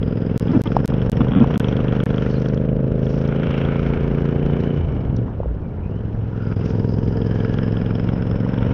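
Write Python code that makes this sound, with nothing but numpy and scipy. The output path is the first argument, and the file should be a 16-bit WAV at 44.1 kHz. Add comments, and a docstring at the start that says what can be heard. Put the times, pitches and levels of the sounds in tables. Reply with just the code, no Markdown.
"""A twin-cylinder motorcycle with open exhausts on a country road, heard from the rider's chest.
It pulls up through one gear, the throttle shuts, it pops through the shift and pulls again from low revs.
Each firing is a click that rings in the pipes; gas noise, valve ticks, gear whine, buzzes and a hum join it.
Shaped noise makes the wind on the microphone, the rustles and snaps, and a hissing edge above the whine.
Early on, short repeated bursts make the sound stutter, and it cuts out briefly several times."""
import sys
import numpy as np
from scipy import signal
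from scipy.fft import rfft, irfft
from scipy.io import wavfile
from scipy.ndimage import uniform_filter1d, minimum_filter1d

SR = 44100
rng = np.random.default_rng(int(sys.argv[2]) if len(sys.argv) > 2 else 0)


def store_pcm(level_fs):
    """Save levels as 16-bit WAV."""
    pcm = np.round(np.clip(level_fs, -1, 1) * 32767).astype(np.int16)
    wavfile.write(sys.argv[1], SR, np.atleast_2d(pcm).T)


N = 384993

# level of the high rasp, which the other treble follows: start_s, level_db
RASP_LEVEL = [(0, -55), (1.15, -49), (1.6, -46), (2.25, -47.5), (2.8, -58.5), (3.55, -45), (3.9, -46),
              (4.2, -50), (4.68, -50), (5.05, -58), (5.65, -65.5), (6.3, -59.5), (6.65, -52.5),
              (6.95, -59.5), (7.4, -51), (8.05, -51.5), (8.4, -53), (8.73, -48)]
# the sound pauses, then carries on where it stopped: start_s, click_strength_db (before filtering)
CUT_TIMES = [(.3775, -22), (.618, -26), (.858, -21), (1.098, -23), (1.578, -22), (2.038, -29)]
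CUT_S, CUT_DEPTH_DB = .02, -36


def from_db(db):
    """Turn decibels into a gain."""
    return 10 ** (np.asarray(db) / 20)


def rms_one(x):
    """Scale to an rms (average strength) of 1."""
    return x / np.sqrt(np.mean(x ** 2) + 1e-20)


def seconds():
    """The time of every sample."""
    return np.arange(N) / SR


def in_time(rows):
    """Draw straight lines between the points of a table, giving each column at every sample."""
    s, *columns = np.transpose(rows)
    return [np.interp(seconds(), s, c) for c in columns]


def butter(x, hz, kind, order=2):
    """Butterworth filter that runs forward in time."""
    return signal.sosfilt(signal.butter(order, hz, kind, fs=SR, output="sos"), x + 1e-18)


def noise(colour):
    """Noise of rms 1, shaped by a table of how strong each pitch is."""
    hz, db = np.transpose(colour)
    bin_hz = np.arange(N // 2 + 1) * SR / N
    gain = from_db(np.interp(np.log(bin_hz + 1), np.log(hz), db, left=-90, right=-90))
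    return rms_one(irfft(rfft(rng.standard_normal(N)) * gain, N))


def drift(rate):
    """Random wandering of rms 1, with `rate` new values per second."""
    knots = rng.standard_normal(4000)
    return rms_one(np.interp(seconds() * rate, np.arange(len(knots)), knots))


def bell(s, half_length):
    """A smooth rise and fall of height 1, centred on s; half_length is its standard deviation."""
    t, out = seconds(), np.zeros(N)
    near = slice(*np.searchsorted(t, [s - 6 * half_length, s + 6 * half_length]))
    out[near] = np.exp(-.5 * ((t[near] - s) / half_length) ** 2)
    return out


def levelled(x):
    """Even out the level over a few engine cycles, keeping the single beats."""
    power = uniform_filter1d(uniform_filter1d(x * x, size=5000), size=5000)
    return x / np.sqrt(np.maximum(power, 1e-20))


def strokes(cycle, offset, unevenness, spread_db, jitter_s):
    """One click per engine cycle; uneven burning changes its strength and timing."""
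    at = np.flatnonzero(np.diff(np.floor(cycle - offset)) > 0)
    chance = rng.standard_normal((len(at), 2)) * unevenness[at, None]
    moved = at + (chance[:, 1] * jitter_s * SR).astype(int)
    out = np.zeros(N)
    out[np.clip(moved, 0, N - 1)] = from_db(spread_db * chance[:, 0])
    return out


def harmonic(cycle, order):
    """A clean tone of rms 1 on a multiple of the engine speed."""
    return np.sqrt(2) * np.cos(2 * np.pi * order * cycle)


def blurred_tone(cycle, order, width_hz):
    """A tone that swings `order` times per cycle, smeared by slow noise over a band of pitches."""
    angle = 2 * np.pi * order * cycle
    blur = rms_one(butter(rng.standard_normal((2, N)), width_hz / 2, "low"))
    return blur[0] * np.sin(angle) + blur[1] * np.cos(angle)


def pauses():
    """1 while the sound is cut out, else 0."""
    t = seconds()
    return sum(1.0 * ((t >= s) & (t < s + CUT_S)) for s, _ in CUT_TIMES)


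def wind():
    """Wind on the microphone: low noise whose strength is lumpy."""
    # level before the 8 dB lift below: start_s, level_db
    gusts = [(0, -34), (.35, -39), (.7, -33.5), (1.4, -31.5), (2.3, -36), (3.7, -35), (4.65, -33.5),
             (4.9, -30.5), (5.45, -33.5), (5.8, -36.5), (6.5, -36.5), (7.6, -32.5), (8.2, -35.5),
             (8.73, -32)]
    # spectrum: pitch_hz, level_db (per Hz)
    wind_colour = [(15, -18), (28, -6.5), (45, -5.5), (80, -1.5), (150, -5), (280, -13.5), (400, -19),
                   (700, -25.5), (1500, -42)]
    level_db = in_time(gusts)[0] + 8.0 + 1.3 * drift(14)
    return from_db(level_db) * noise(wind_colour)


def rustles_and_snaps():
    """Bright noise let through in grainy swells and in very short, sharp bursts."""
    # rustles, mostly the rider's jacket, and a hissing edge above the gear whine (7.003 s):
    # middle_s, half_length_s, level_db (before the grain)
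    rustle_times = [(0.64, 0.16, -62), (2.316, 0.13, -59), (3.138, 0.077, -58), (6.683, 0.026, -59.5),
                    (7.003, 0.47, -64.5)]
    # short sharp snaps, the click of the gear change, and bright flicks over the whine (from 7.352 s):
    # middle_s, half_length_s, level_db
    snap_times = [(2.162, .0012, -52), (2.312, .004, -59), (2.421, .002, -52), (2.487, 0.0015, -43.5),
                  (2.546, 0.0017, -51), (3.278, 0.0014, -47), (4.463, 0.0022, -54), (5.167, 0.0026, -47),
                  (7.352, .004, -58), (7.538, .004, -54), (7.583, .002, -56)]
    # spectrum of the bright noise: pitch_hz, level_db (per Hz)
    bright_colour = [(2500, -14), (3800, 1), (4600, 1.5), (5500, 7), (6300, -2), (6900, -9), (7600, -31.5),
                     (10000, -42)]
    bright = noise(bright_colour)
    grain = from_db(3.5 * drift(170))
    rustles = grain * sum(from_db(db) * bell(s, half) for s, half, db in rustle_times)
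    snaps = sum(from_db(db) * bell(s, half) for s, half, db in snap_times)
    return bright * (rustles + snaps)


def squeaks():
    """Short gliding tones, made scratchy by a fast random waver of pitch and level."""
    # faint chirps as the rider turns, and squeaks at the bottom of the shift:
    # middle_s, half_length_s, pitch_hz, glide_hz_per_s, peak_db (before the flutter)
    squeak_times = [(2.312, .005, 4500, -45000, -49), (2.335, .006, 4500, 30000, -53),
                    (2.352, .007, 4700, -25000, -55), (2.368, .01, 4150, 8000, -52),
                    (5.657, 0.026, 2340, -2000, -61.5), (5.714, 0.023, 2260, -1000, -62),
                    (5.802, .028, 2220, 1802, -61), (5.855, 0.02, 2480, 2502, -52),
                    (5.931, .018, 2820, 3502, -57), (5.976, 0.016, 3040, 2006, -57)]
    t = seconds()
    waver = 1.0 * drift(420)   # radians
    flutter = from_db(3 * drift(110))
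    out = 0
    for s, half, hz, glide, db in squeak_times:
        age = t - s
        turns = (hz + .5 * glide * age) * age
        out = out + from_db(db) * bell(s, half) * np.sin(2 * np.pi * turns + waver)
    return flutter * out


def stutters():
    """One thump with its grit repeats in a rapid burr; also returns the engine's gain, which drops meanwhile."""
    # bursts: start_s, repeats, rate_hz, thump_db, grit_db
    burr_times = [(.496, 2, 80.3, -8.5, -33.5), (.534, 4, 330, -16.5, -33), (0.5491, 4, 293.5, -8, -33),
                  (0.5669, 2, 119, -4.5, -34), (.658, 4, 301, -17.5, -32), (1.208, 2, 118.3, -6.5, -26.5),
                  (1.3212, 2, 61.6, -11, -30.5), (1.364, 3, 93.6, -5.5, -28.5), (1.4068, 1, 114, -5.5, -33),
                  (1.415, 2, 114.5, -1, -27), (1.4322, 1, 110, -8, -32.5), (1.561, 2, 101.3, -11, -37)]
    # spectrum of the grit: pitch_hz, level_db (per Hz)
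    grit_colour = [(300, 4), (600, 9.5), (1000, 3), (1400, 0), (2000, -14.5), (3000, -12), (3500, -11.5),
                   (4200, -41)]
    thump_hz, thump_half_s, duck_db = 217, 0.0028, -11
    out, held, grit = np.zeros(N), np.zeros(N), noise(grit_colour)
    for s, repeats, rate_hz, db, grit_db in burr_times:
        period = int(SR / rate_hz)
        at = int(s * SR) - period // 2
        age = (np.arange(period) - period // 2) / SR
        swell = np.exp(-.5 * (age / thump_half_s) ** 2)
        thump = -np.sin(2 * np.pi * max(thump_hz, rate_hz) * age) * swell
        if rate_hz < thump_hz:   # slow burrs are separate thumps
            thump = thump * signal.windows.tukey(period, .3)
        smooth = from_db(db) * (thump - thump.mean())
        rough = from_db(grit_db) * grit[at:at + period] * (.5 + swell)
        burr = np.tile(smooth + rough, round(repeats))
        out[at:at + len(burr)] += burr
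        held[at:at + len(burr)] = 1
    giving_way = uniform_filter1d(from_db(duck_db * held), size=130)
    return butter(out, 3850, "low", order=6), giving_way


def gear_whine(turning, flare):
    """Gears whine at 233 times the cycle rate, blurred, and swell with each firing."""
    # level before the drift and the swelling: start_s, level_db
    whine_level = [(0, -61.5), (.9, -61), (1.25, -68.5), (1.8, -70), (2.3, -85), (6.25, -85.5), (6.45, -61),
                   (7.4, -57.5), (8.1, -57), (8.73, -61.5)]
    level = from_db(in_time(whine_level)[0] + 3 * drift(45))
    return level * blurred_tone(turning, order=233, width_hz=390) * (.24 + 2.5 * flare)


def valve_ring(modes):
    """One metal contact: each tone swells within about a millisecond and dies."""
    t = np.arange(SR // 50) / SR
    ring = 0
    for hz, rise_s, db in modes:
        swell = (t / rise_s * np.exp(1 - t / rise_s)) ** 2
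        ring = ring + from_db(db) * np.sin(2 * np.pi * hz * t) * swell
    return butter(ring, 3900, "low", order=8)


def valves(cycle, tick_db):
    """The valve gear ticks lightly once a cycle, and now and then clacks at its own set strength."""
    # clacks, mostly near the firings, some repeating quickly in the stutter:
    # time_s, clank_strength_db (dull), ping_strength_db (bright)
    clack_times = [(0.03, -34, -30.5), (.483, -45, -34), (.674, -36, -27), (.719, -22, -39),
                   (.939, -43, -32), (1.018, -29, -32), (1.17, -36, -36), (1.284, -37, -36),
                   (1.319, -25, -32), (1.335, -25, -32), (1.351, -21, -31), (1.404, -34, -31),
                   (1.474, -36, -38), (1.541, -30, -33), (1.558, -20.5, -29), (1.603, -25, -28),
                   (1.645, -26, -24), (1.686, -41, -28), (1.727, -28, -29), (1.768, -39, -28),
                   (1.883, -28, -31), (1.924, -30, -33), (2.003, -21, -27.5), (2.104, -37, -31),
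                   (2.144, -30, -37), (2.182, -24, -27), (2.223, -30, -38), (2.264, -29, -46),
                   (2.459, -35, -32), (2.576, -43, -34), (3.068, -40, -34), (3.289, -31, -39),
                   (3.325, -22, -50), (3.433, -30, -33.5), (3.471, -27, -39), (3.578, -26, -42),
                   (3.651, -31, -29), (3.688, -20, -35), (3.758, -30, -39), (3.795, -24, -47),
                   (3.83, -29, -42), (3.865, -30, -35), (3.973, -31, -54), (4.184, -29, -51),
                   (4.289, -28, -38), (4.463, -25, -41), (4.638, -40, -52.5), (6.525, -26, -47),
                   (6.705, -30, -41), (7.219, -39, -34), (7.449, -22, -45), (7.541, -32, -35),
                   (7.587, -22, -30), (7.77, -44, -31), (7.816, -27, -44), (7.862, -30, -35),
                   (7.907, -23, -49), (7.954, -36, -32), (7.998, -26, -36), (8.09, -24, -32),
                   (8.224, -28, -38), (8.314, -29, -37.5), (8.542, -28, -36), (8.586, -35, -34),
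                   (8.629, -24.5, -35), (8.715, -28, -45)]
    # tones of the dull clank: pitch_hz, time_to_peak_s, level_db
    clank_modes = [(1420, .0012, -1), (1740, 0.00097, -9.5), (2260, .0009, -9)]
    # tones of the bright ping: pitch_hz, time_to_peak_s, level_db
    ping_modes = [(2970, 0.00082, -3.5), (3230, 0.0012, -0.5)]
    s, clank_db, ping_db = np.transpose(clack_times)
    light = from_db(in_time(RASP_LEVEL)[0] + tick_db)
    out = 0
    for modes, hard_db in (clank_modes, clank_db), (ping_modes, ping_db):
        hard = np.zeros(N)
        hard[((s - .001) * SR).astype(int)] = from_db(hard_db)   # contact 1 ms before the table time
        free = minimum_filter1d(1.0 * (hard == 0), size=1000)   # no light tick close to a clack
        taps = strokes(cycle, -.012, np.ones(N), spread_db=1.6, jitter_s=.0004)
        out = out + signal.oaconvolve(hard + free * light * taps, valve_ring(modes))[:N]
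    return out


def buzzes_and_hum(flare):
    """Loose parts ring in sympathy, and the pipes hum at 454 Hz, shaken by each firing."""
    # buzzing parts, and the hum of the pipes (454 Hz):
    # middle_s, half_length_s, pitch_hz, width_hz, level_db (before the shaking)
    buzz_times = [(3.7, 0.29, 2250, 320, -47), (3.62, .25, 1400, 320, -43.5),
                  (3.56, 0.12, 2950, 550, -44.5), (4.74, .25, 2260, 180, -53),
                  (4.58, .22, 2990, 130, -51.5), (4.9, 0.18, 2980, 210, -60),
                  (6.45, 0.089, 1400, 220, -43.5), (6.9, .6, 940, 60, -51), (7.5, .3, 1650, 140, -46.5),
                  (7.444, 0.37, 3040, 260, -55.5), (7.3, 0.67, 454, 16, -36.5),
                  (8.686, 0.099, 930, 60, -41)]
    t = seconds()
    ringing = sum(from_db(db) * bell(s, half) * blurred_tone(t, hz, width)
                  for s, half, hz, width, db in buzz_times)
    return ringing * (0.64 + 1.6 * flare)


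def pops():
    """Each knock or exhaust pop is a pressure kick that dies within about two swings."""
    # start_s, strength_db (before the treble is softened), pitch_hz
    pop_times = [(.766, -1, 814), (.921, -21, 1020), (1.268, -22, 920), (1.4425, -13, 890),
                 (1.502, -20.5, 870), (5.281, -26, 940), (5.401, -13, 500), (5.432, -23, 810),
                 (5.457, -17.5, 470), (8.464, -23, 940)]
    out, t = np.zeros(N), np.arange(2000) / SR
    for s, db, hz in pop_times:
        age = t * hz / 1.08
        kick = -np.sin(2 * np.pi * hz * t) * (age * np.exp(1 - age)) ** 3
        at = int(s * SR)
        out[at:at + len(t)] += from_db(db) * kick
    return butter(out, 1700, "low", order=4)


def puffs(clicks, decay_s):
    """Each click swells quickly and dies away."""
    fading = signal.lfilter([1], [1, -np.exp(-1 / (decay_s * SR))], clicks + 1e-18)
    return butter(fading, 350, "low")


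def flaring(cycle, throttle):
    """A curve that jumps up with each firing, the more so under load; it drives the noises."""
    firings = strokes(cycle, -.06, np.ones(N), spread_db=2, jitter_s=.0004)
    leading = strokes(cycle, -.38, np.ones(N), spread_db=2, jitter_s=.0004)
    return throttle * puffs(firings + 0.35 * leading, decay_s=0.0079)


def rasp(flare):
    """Gas noise in three registers that swell together and flare with each firing."""
    # spectra of the three registers: pitch_hz, level_db (per Hz)
    low_colour = [(350, -19.5), (600, 3.5), (750, 0), (950, -1), (1150, -5.5), (1400, -1), (1750, -6),
                  (2100, -14), (3000, -50)]
    high_colour = [(1500, -31), (1950, -8), (2230, 0), (2550, -1.5), (2950, 0), (3350, -6.5), (3700, -12.5),
                   (4600, -42)]
    sizzle_colour = [(3000, -28), (3800, 6), (4600, 0), (5400, 2.5), (6200, -4), (7000, -17.5), (8000, -35),
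                     (15000, -36.5)]
    high_db, = in_time(RASP_LEVEL)
    swing_db = high_db - high_db.mean()
    # low rasp and sizzle: mean level in dB, plus a share of the high rasp's swing
    low_db = -42 + 0.79 * swing_db + 1.4 * drift(90)
    sizzle_db = -66.5 + 0.81 * swing_db + 2.2 * drift(90)
    low = from_db(low_db) * levelled(noise(low_colour) * (1 + 3.2 * flare))
    high = from_db(high_db + 1.6 * drift(90)) * levelled(noise(high_colour) * (1 + 3.4 * flare))
    sizzle = from_db(sizzle_db) * levelled(noise(sizzle_colour) * (1 + 4.5 * flare))
    return low + high + sizzle


def resonate(x, modes):
    """Resonances side by side, with alternating signs."""
    out = 0
    for k, (hz, width, db) in enumerate(modes):
        r = np.exp(-np.pi * width / SR)
        poles = [1, -2 * r * np.cos(2 * np.pi * hz / SR), r * r]
        ringing = (1 - r * r) / 2 * signal.lfilter([1, 0, -1], poles, x + 1e-18)
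        out = out + (-1) ** k * from_db(db) * ringing
    return out


def pipe(clicks, modes, heat):
    """Resonances side by side, with alternating signs, whose pitch follows the heat of the gas."""
    out, turns = 0, np.cumsum(heat) / SR
    for k, (hz, width, db) in enumerate(modes):
        r = np.exp(-np.pi * width / SR)
        angle = (2 * np.pi * (hz * turns % 1)).astype(np.float32)
        spin = np.cos(angle) + 1j * np.sin(angle)
        # smooth the clicks in a frame that turns with the mode, then turn back
        ringing = spin * signal.lfilter([2 * (1 - r)], [1, -r], clicks * spin.conj() + 1e-18)
        out = out + (-1) ** k * from_db(db) * (ringing.real - width / (2 * hz) * ringing.imag)
    return out


def exhaust(cycle, throttle):
    """Two cylinders fire about 270 crank degrees apart, each into its own pipe; the airbox gulps afterwards."""
    # resonances of the two pipes and the airbox: pitch_hz (pipes: before heat), width_hz, level_db
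    lead_modes = [(145, 66, -1.5), (247, 47, -20), (500.6, 52, -3.5), (395.5, 33, -4.5)]
    trail_modes = [(126, 68, 1.5), (269, 109, -6), (461, 35.4, -2.5), (416.5, 56, -5.5), (534, 76, -10)]
    airbox_modes = [(50, 47, -6.5), (98, 100, -28.5)]
    # the pipes ring higher as the gas gets hotter: start_s, pitch_factor (before a small wander)
    gas_heat = [(0, 1.003), (1.8, 1.025), (2.9, 0.99), (3.8, 1.003), (4.7, 0.99), (5.7, 0.977), (7, 0.95),
                (8.73, 1.077)]
    # a pipe booms as an engine order meets its standing wave: middle_s, half_length_s, order, level_db
    boom_times = [(1.33, .22, 5, -29.5), (4.05, .3, 2, -35.5), (4.83, .045, 3, -23), (5.5, .05, 3, -22),
                  (5.08, 0.024, 3, -22), (6.2, 0.036, 5, -30.5), (5.41, 0.024, 5, -27.5),
                  (4.9, 0.1, 8, -36), (5.2, 0.04, 5, -27), (6.028, 0.14, 3, -34), (6.195, 0.54, 5, -31.5),
                  (8, 0.87, 5, -32.5), (8.3, 0.87, 8, -29.5), (4.4, 0.43, 13, -38)]
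    shut = 1 - throttle
    unevenness = 1 + .7 * shut ** 3
    lead = strokes(cycle, -.365, unevenness, spread_db=.7, jitter_s=.00007)
    trail = strokes(cycle, 0, unevenness, spread_db=.7, jitter_s=.00007)
    gulp = strokes(cycle, .352, unevenness, spread_db=1.0, jitter_s=0.00014)
    heat = in_time(gas_heat)[0] + 0.011 * drift(12)
    pipes = pipe(lead, lead_modes, heat) + pipe(trail, trail_modes, heat)
    pipes = pipes + resonate(gulp, airbox_modes)
    # the bark brightens for a while in the pull
    blare = from_db(-39) * bell(2.95, 0.49) * levelled(butter(pipes, [590, 700], "band"))
    pipes = butter(pipes, 573, "low", order=5)   # the valves open gradually
    thump = signal.sosfiltfilt(signal.butter(4, 350, fs=SR, output="sos"), pipes)
    bark = pipes - thump
    booms = sum(from_db(db) * bell(s, half) * harmonic(cycle, round(order))
                for s, half, order, db in boom_times)
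    # as the throttle shuts, the bark fades first
    thump_db = -19 - 16 * shut ** 2
    bark_db = -27 - 20 * shut
    return booms + blare + from_db(thump_db) * levelled(thump) + from_db(bark_db) * levelled(bark)


def scene():
    """Engine, gears, rider and wind at one microphone."""
    # engine speed: start_s, speed_cycles_per_s (four-stroke cycles)
    engine_speed = [(0, 21.06), (.62, 21.95), (1.86, 24.8), (2.4, 25.62), (3.5, 27.66), (4.75, 29.09),
                    (5.07, 21.66), (5.21, 23.37), (5.42, 20.78), (5.62, 17.01), (5.78, 16.22),
                    (5.98, 21.89), (6.5, 21.21), (7.4, 21.64), (8.2, 22.2), (8.73, 23.3)]
    # the beat stumbles ahead while the sound stutters: start_s, gained_cycles
    stumble = [(.769, 0), (.805, .18), (.85, .16), (.943, .52), (1.023, .7), (1.174, .67), (1.209, .87),
               (1.288, 1), (1.477, 1.55), (1.545, 1.92), (1.772, 1.88), (1.806, 2)]
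    # throttle: start_s, opening_0_to_1
    throttle_opening = [(0, 0.66), (.5, 0.75), (1.7, 0.87), (4.72, 0.8), (4.82, 0.38), (5.07, 0.31),
                        (5.2, 0.62), (5.3, 0), (5.75, 0), (5.97, 0.35), (6.2, 0.07), (6.62, 0.61),
                        (7.35, 0.71), (8.2, 0.58), (8.73, 0.71)]
    speed, = in_time(engine_speed)
    turning = np.cumsum(speed * (1 - pauses())) / SR + .35   # cycles so far
    cycle = turning + in_time(stumble)[0]
    throttle = np.clip(in_time(throttle_opening)[0], 0, 1)
    flare = flaring(cycle, throttle)
    # light valve tick over the rasp, in dB: less above 15 cycles per s, less with the throttle shut
    tick_db = 13 - 1 * np.maximum(speed - 15, 0) - 15.5 * (1 - throttle) ** 2
    engine = exhaust(cycle, throttle) + rasp(flare) + buzzes_and_hum(flare)
    burrs, giving_way = stutters()
    machine = engine * giving_way + burrs + valves(cycle, tick_db) + gear_whine(turning, flare) + pops()
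    return (machine + squeaks() + rustles_and_snaps() + wind())[None]


def record(dry):
    """The sound cuts out for moments with a thin click at each edge, over a faint hiss; the top is cut."""
    # spectrum of the hiss: pitch_hz, level_db (per Hz)
    hiss_colour = [(3000, 5), (8000, -2.5), (12500, -1.5), (15500, -12.5)]
    clicks = np.zeros(N)
    for s, click_db in CUT_TIMES:
        edges = [int(s * SR), int((s + CUT_S) * SR)]
        clicks[edges] = from_db(click_db) * rng.choice([-1, 1], 2)
    clicks = 3.23 * butter(clicks, [1000, 7000], "band", order=1)
    cut_gain = uniform_filter1d(from_db(CUT_DEPTH_DB * pauses()), size=30)
    dip_gain = from_db(-13 * bell(6.553, .006))   # the level dips once, briefly
    hiss = from_db(-83.5) * noise(hiss_colour)
    out = np.clip(dry * cut_gain * dip_gain + clicks + hiss, -1, 1)
    return signal.sosfilt(signal.cheby2(12, 70, 17000, fs=SR, output="sos"), out)


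dry = scene()
out = record(dry)
store_pcm(out)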